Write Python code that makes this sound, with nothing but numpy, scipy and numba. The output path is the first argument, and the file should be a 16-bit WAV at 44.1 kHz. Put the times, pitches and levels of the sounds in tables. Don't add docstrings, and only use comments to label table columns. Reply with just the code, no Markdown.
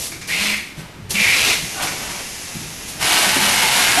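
import sys
import numpy as np
from scipy import signal
from scipy.fft import rfft, irfft
from scipy.io import wavfile
from scipy.ndimage import uniform_filter1d
from numba import njit

SR = 44100
rng = np.random.default_rng(int(sys.argv[2]) if len(sys.argv) > 2 else 0)


def wav_record(signal):
    frames = np.transpose(np.atleast_2d(signal))
    bounded = np.clip(frames, -1, 1)
    quanta = np.round(bounded * 32767).astype(np.int16)
    wavfile.write(sys.argv[1], SR, quanta)


N = 176400

SLIP_JITTER, SLIP_SCATTER_DB = 0.4, 2
# (frequency [Hz], relative density [dB])
CARDBOARD = [(80, -14), (260, -7), (480, -4), (760, -0.5), (1080, -4.5), (2300, -3.5), (3400, -7),
             (13000, -24)]


def short_pulls(t):
    # (time [s], film ring [Hz], relative ring level [dB], relative crackle level [dB])
    pulls = [
        [(0.281, 2060, -20.5, -28), (0.348, 2270, -7.5, -23.5), (0.362, 2520, -18, -24),
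         (0.386, 2630, -16, -22), (0.431, 2230, -21, -21), (0.48, 2280, -10, -21.5), (0.518, 2300, -19, -23.5),
         (0.538, 2240, -9.5, -27.5), (0.578, 2290, -23, -30), (0.6, 2210, -16, -38), (0.625, 2210, -42, -44)],
        [(1.14, 2480, -29, -16), (1.16, 2400, -10.5, -26), (1.21, 2260, -6.5, -19.5), (1.282, 2260, -7, -20),
         (1.474, 2620, -18.5, -16.5), (1.538, 2110, -14.5, -19), (1.59, 2440, -40, -36)],
    ]
    # (frequency [Hz], relative density [dB])
    crackle_spectrum = [(100, -7.5), (700, -5), (1700, -0.5), (2800, 4.5), (4200, 1.5), (7500, -5.5),
                        (11800, -9), (14000, -19)]
    # (start [s], length [s], level [dB], pitch [Hz], glide [Hz/s])
    drones = [(0.276, 0.08, -36.5, 175, -2), (0.382, .18, -28.5, 198.2, 85),
              (1.127, 0.092, -30.5, 195.2, 163)]
    ring_gain_db, ring_width_hz, crackle_gain_db = -10.5, 550, 1
    whistle_db, whistle_width_hz = -7.5, 100
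    out = 0
    for pull in pulls:
        times, hz, ring_db, crackle_db = np.array(pull, float).T
        gate = envelope(t, times[0], times[-1] - times[0], attack_s=0.0065, release_s=0.022)
        slips = snaps(420, SLIP_JITTER, SLIP_SCATTER_DB)
        fine = unit(snaps(rate_hz=3200, jitter=1.0, scatter_db=2) + 0.5 * slips)
        centre_hz = np.interp(t, times, hz) * (1 + 0.036 * walk(60.55))
        ring = unit(resonate_twice(slips + 0.69 * fine, centre_hz, ring_width_hz))
        ring += undb(whistle_db) * unit(resonate_twice(noise(), centre_hz, whistle_width_hz))
        ring *= undb(ring_gain_db + np.interp(t, times, ring_db))
        crackle = colour(fine, crackle_spectrum) * undb(crackle_gain_db + np.interp(t, times, crackle_db))
        out += gate * (ring + crackle)
    return out + groans(t, drones, waver=0.059, attack_s=0.017, release_s=0.017)


def long_pull(t):
    # (frequency [Hz], relative density [dB])
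    peel_spectrum = [(60, -33), (130, -11), (520, -10.5), (900, -4), (1170, -5), (2200, -1.5), (3350, -4),
                     (4450, -5), (7300, -9.5), (11500, -10.5), (13900, -25)]
    # (frequency [Hz], width [Hz], gain on the peel [dB])
    carton_modes = [(736, 93, -2), (878, 28, 1.5), (1580, 94, -6.5), (2190, 110, -8), (2900, 160, -7)]
    # (start [s], length [s], level [dB], film ring [Hz])
    surges = [(3.628, 0.066, -22.5, 2430), (3.836, 0.049, -21, 2500)]
    # (start [s], length [s], level [dB], pitch [Hz], glide [Hz/s])
    squeals = [(3.624, 0.068, -24.5, 893, -700), (3.73, .04, -30, 970, 300), (3.968, .05, -16.5, 702, 1500)]
    start_s, attack_s, rasp_db = 2.978, 0.05, -15.5
    glue = snaps(rate_hz=4200, jitter=0.96, scatter_db=0.5)
    peel = colour(glue * undb(1.35 * walk(70) + 0.5 * walk(12)), peel_spectrum)
    carton = 0
    for hz, width_hz, db in carton_modes:
        gain = undb(db + 4.8 * walk(7.6))
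        centre_hz = hz * (1 + 0.044 * walk(9))
        carton += gain * resonate(peel, centre_hz, width_hz)
    rasp = unit(peel + carton) * undb(rasp_db) * np.clip((t - start_s) / attack_s, 0, 1) ** 2
    for grab_s, length_s, db, hz in surges:
        jerks = unit(resonate_twice(snaps(260, SLIP_JITTER, SLIP_SCATTER_DB), hz, width_hz=1150))
        rasp += undb(db) * jerks * envelope(t, grab_s, length_s, attack_s=0.008, release_s=0.01)
    return rasp + groans(t, squeals, waver=0.049, attack_s=0.012, release_s=0.01)


def groans(t, rows, waver, attack_s, release_s):
    flicker_db = 3
    out = 0
    for start_s, length_s, db, hz, glide_hz_per_s in rows:
        pitch_hz = (hz + glide_hz_per_s * np.clip(t - start_s, 0, length_s)) * (1 + waver * walk(150))
        shape = envelope(t, start_s, length_s, attack_s, release_s)
        tone = shape * np.sin(2 * np.pi * np.cumsum(pitch_hz) / SR) * undb(flicker_db * walk(110))
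        out += undb(db) * tone * np.sqrt(np.sum(shape ** 2) / (np.sum(tone ** 2) + 1e-18))
    return out


def air_vents(t):
    # (start [s], length [s], level [dB], fall [dB/s], attack [s])
    vents = [(-.05, 0.12, -24, 19, .01), (0.27, 0.065, -30, 18, .008), (0.759, 0.045, -40.5, 4, .025),
             (1.093, .01, -30, 0, 0.0045), (1.104, 0.015, -17.5, 300, 0.0028),
             (1.817, 0.02, -21.5, 56, .01), (2.872, 0.03, -29.5, 20, .012)]
    # (frequency [Hz], relative density [dB])
    spectrum = [(300, -1), (1400, -7.5), (2600, -1), (5800, 2.5), (8200, 0.5), (11600, 1.5), (13800, -17)]
    power = 0
    for start_s, length_s, db, fall_db_per_s, attack_s in vents:
        gain = undb(db - fall_db_per_s * np.clip(t - start_s, 0, length_s))
        power += (gain * envelope(t, start_s, length_s, attack_s, release_s=0.023)) ** 2
    return colour(noise(), spectrum) * np.sqrt(power)


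def air_bleed(t):
    # (frequency [Hz], relative density [dB])
    spectrum = [(1200, -9.5), (2100, -0.5), (2800, 0.5), (3400, -4), (6300, 1.5), (8300, -5), (11600, -2.5),
                (13400, -26)]
    start_s, attack_s, level_db, fall_db_per_s = 1.09, 0.054, -27, 4
    gain = undb(level_db - fall_db_per_s * (t - start_s)) * np.clip((t - start_s) / attack_s, 0, 1)
    return colour(noise(), spectrum) * gain


def flap_rub(t):
    # (time [s], level [dB])
    levels = [(0.33, -51), (0.46, -33), (0.68, -62), (0.80, -38), (1.05, -56), (1.29, -31), (1.39, -47),
              (1.50, -20.5), (1.58, -44), (1.72, -38), (1.82, -23.5), (1.93, -30.5), (2.22, -32.5),
              (2.29, -42.5), (2.5, -39.5), (2.58, -36), (2.75, -42.5), (3.05, -35.5)]
    times, db = np.array(levels).T
    rub = colour(snaps(rate_hz=2500, jitter=0.99, scatter_db=1.0), CARDBOARD)
    gate = envelope(t, times[0], times[-1] - times[0], attack_s=0.0082, release_s=0.043)
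    return rub * undb(np.interp(t, times, db) + 1.7 * walk(39.6)) * gate


def folding_arm(t):
    # (time [s], drive level [dB])
    stops = [(1.811, -29), (1.832, -23)]
    # (frequency [Hz], gain [dB])
    modes = [(732, 1), (1150, -2), (1440, 0), (2270, -8), (2720, -9)]
    swing_drive_db, width_hz = -29.5, 87
    swing = undb(swing_drive_db) * envelope(t, 1.73, length_s=0.07, attack_s=0.07, release_s=0.051)
    blows = sum(undb(db) * envelope(t, at_s, 0, attack_s=0.001, release_s=0.011) for at_s, db in stops)
    drive = swing * snaps(rate_hz=900, jitter=0.8, scatter_db=0) + blows * noise()
    ring = sum(undb(db) * resonate_twice(drive, hz, width_hz) for hz, db in modes)
    return ring * np.sqrt(SR / (np.pi * width_hz))


def carton_bumps(t):
    # (time [s], level [dB], pitch [Hz])
    bumps = [(0.116, -34.5, 327), (0.776, -25, 156.7), (0.984, -30.5, 156), (1.022, -29, 97),
             (1.133, -30, 161), (1.471, -28, 292), (1.622, -25.5, 157), (1.827, -28.5, 134),
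             (2.552, -21.5, 160), (2.61, -30, 150), (3.265, -23.5, 197), (3.357, -17.5, 268),
             (3.415, -22, 202), (3.974, -23, 296)]
    # (frequency [x pitch], gain [dB])
    modes = [(.68, -9), (1.002, 1.5), (1.32, -6.5), (2.1, -10.5)]
    grit = undb(-25) * colour(noise(), CARDBOARD)
    out = 0
    for at_s, level_db, hz in bumps:
        body = sum(undb(db) * np.sin(2 * np.pi * hz * ratio * (t - at_s)) for ratio, db in modes)
        shape = envelope(t, at_s, length_s=0.0055, attack_s=0.0055, release_s=0.022)
        out += undb(level_db) * shape * (body + grit)
    return out


def linkage_clacks(t):
    # (time [s], level [dB])
    clacks = [(.117, -30), (0.213, -30.5), (1.871, -23.5), (2.109, -29)]
    # (frequency [Hz], relative density [dB])
    spectrum = [(200, -16), (1900, 3.5), (2300, 12), (2800, -0.5), (6000, 1), (13000, -16)]
    blows = sum(undb(db) * envelope(t, at_s, 0, attack_s=0.00083, release_s=0.048) for at_s, db in clacks)
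    return colour(noise() * blows, spectrum)


def conveyor(t):
    # (frequency [Hz], relative density [dB])
    roller_spectrum = [(20, -19.5), (55, -4.5), (200, -5.5), (2000, -58)]
    # (time [s], level [dB])
    levels = [(1.07, -44.5), (1.12, -37.5), (2.2, -43.5), (3.4, -39)]
    # (frequency [Hz], relative density [dB])
    motor_spectrum = [(350, -10), (520, -17), (2200, -19.5), (12000, -37)]
    waver_db, motor_db = 4, -41.5
    times, db = np.array(levels).T
    rumble = colour(noise(), roller_spectrum) * undb(np.interp(t, times, db) + waver_db * walk(17))
    return rumble + colour(noise(), motor_spectrum) * undb(motor_db)


def hall(x, t):
    crossfade_hz = 0.805
    first, second = room_response(t), room_response(t)
    phase = 2 * np.pi * crossfade_hz * t
    wet = signal.fftconvolve(x * np.cos(phase), first) + signal.fftconvolve(x * np.sin(phase), second)
    return (x + wet[:N]) / np.sqrt(1 + np.sum(first ** 2))


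def room_response(t):
    split_hz, low_t60_s, high_t60_s, build_s = 3000, 0.6, 0.67, 0.029
    tail_db, near_db = -5.5, -9.5
    low = signal.sosfilt(signal.butter(2, split_hz, fs=SR, output="sos"), noise())
    high = signal.sosfilt(signal.butter(2, split_hz, "high", fs=SR, output="sos"), noise())
    tail = (low * undb(-60 * t / low_t60_s) + high * undb(-60 * t / high_t60_s)) * np.clip(t / build_s, 0, 1)
    burst = noise() * envelope(t, 0.0018, 0, attack_s=0.0013, release_s=0.0088)
    near = colour(burst, [(400, -8), (1500, -10.5)])
    echoes = undb(tail_db) * unit(tail) + undb(near_db) * unit(near)
    return colour(echoes, [(150, -4.5), (600, 0.5)]) / np.sqrt(N)


def snaps(rate_hz, jitter, scatter_db):
    gap, size = rng.standard_normal((N // 4, 2)).T
    at = (np.cumsum(np.exp(jitter * gap - jitter ** 2 / 2)) * SR / rate_hz).astype(int)
    x = np.bincount(at[at < N], undb(scatter_db * size[at < N]), N)
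    return unit(x - x.mean())


def envelope(t, start_s, length_s, attack_s, release_s):
    attack = np.clip((t - start_s) / attack_s, 0, 1)
    return attack * np.exp(-np.maximum(t - start_s - length_s, 0) / release_s)


@njit
def svf(x, hz, width_hz):
    y, band_state, low_state = np.empty(len(x)), 0., 0.
    for i in range(len(x)):
        g, damping = np.tan(np.pi * hz[i] / SR), width_hz / hz[i]
        band = (band_state + g * (x[i] + 1e-18 - low_state)) / (1 + g * (g + damping))
        band_state, low_state = 2 * band - band_state, low_state + 2 * g * band
        y[i] = damping * band
    return y


def resonate(x, hz, width_hz):
    return svf(x, hz * np.ones(N), float(width_hz))


def resonate_twice(x, hz, width_hz):
    return resonate(resonate(x, hz, width_hz), hz, 2 * width_hz)


def colour(x, points):
    hz, db = np.array(points, float).T
    size = 4096
    gain = undb(np.interp(np.log(np.fft.rfftfreq(size, 1 / SR) + 1), np.log(hz), db))
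    cepstrum = irfft(np.log(unit(gain)))
    cepstrum[1:size // 2] *= 2
    cepstrum[size // 2 + 1:] = 0
    return signal.fftconvolve(x, irfft(np.exp(rfft(cepstrum))))[:N]


def walk(rate_hz):
    step = int(SR / rate_hz)
    return 0.789 * uniform_filter1d(np.repeat(rng.standard_normal(N // step + 1), step), step)[:N]


def noise():
    return rng.standard_normal(N)


def unit(x):
    return x / np.sqrt(np.mean(x ** 2) + 1e-18)


def undb(db):
    return 10 ** (np.asarray(db) / 20)


def scene():
    t = np.arange(N) / SR
    tape = short_pulls(t) + long_pull(t)
    air = air_vents(t) + air_bleed(t)
    mechanics = flap_rub(t) + folding_arm(t) + carton_bumps(t) + linkage_clacks(t)
    return (hall(tape + air + mechanics, t) + conveyor(t))[None]


def record(dry):
    threshold_db, window_s, slope, top_hz = -10.5, 0.012, 0.41, 13400
    pole = np.exp(-1 / (window_s * SR))
    rms = np.sqrt(signal.lfilter([1 - pole], [1, -pole], dry ** 2) + 1e-18)
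    compressed = dry * np.minimum(undb(threshold_db) / rms, 1) ** slope
    rounded = np.tanh(1.07 * compressed) / 1.03
    return signal.sosfilt(signal.ellip(8, 0.2, 70, top_hz, fs=SR, output="sos"), rounded)


dry = scene()
out = record(dry)
wav_record(out)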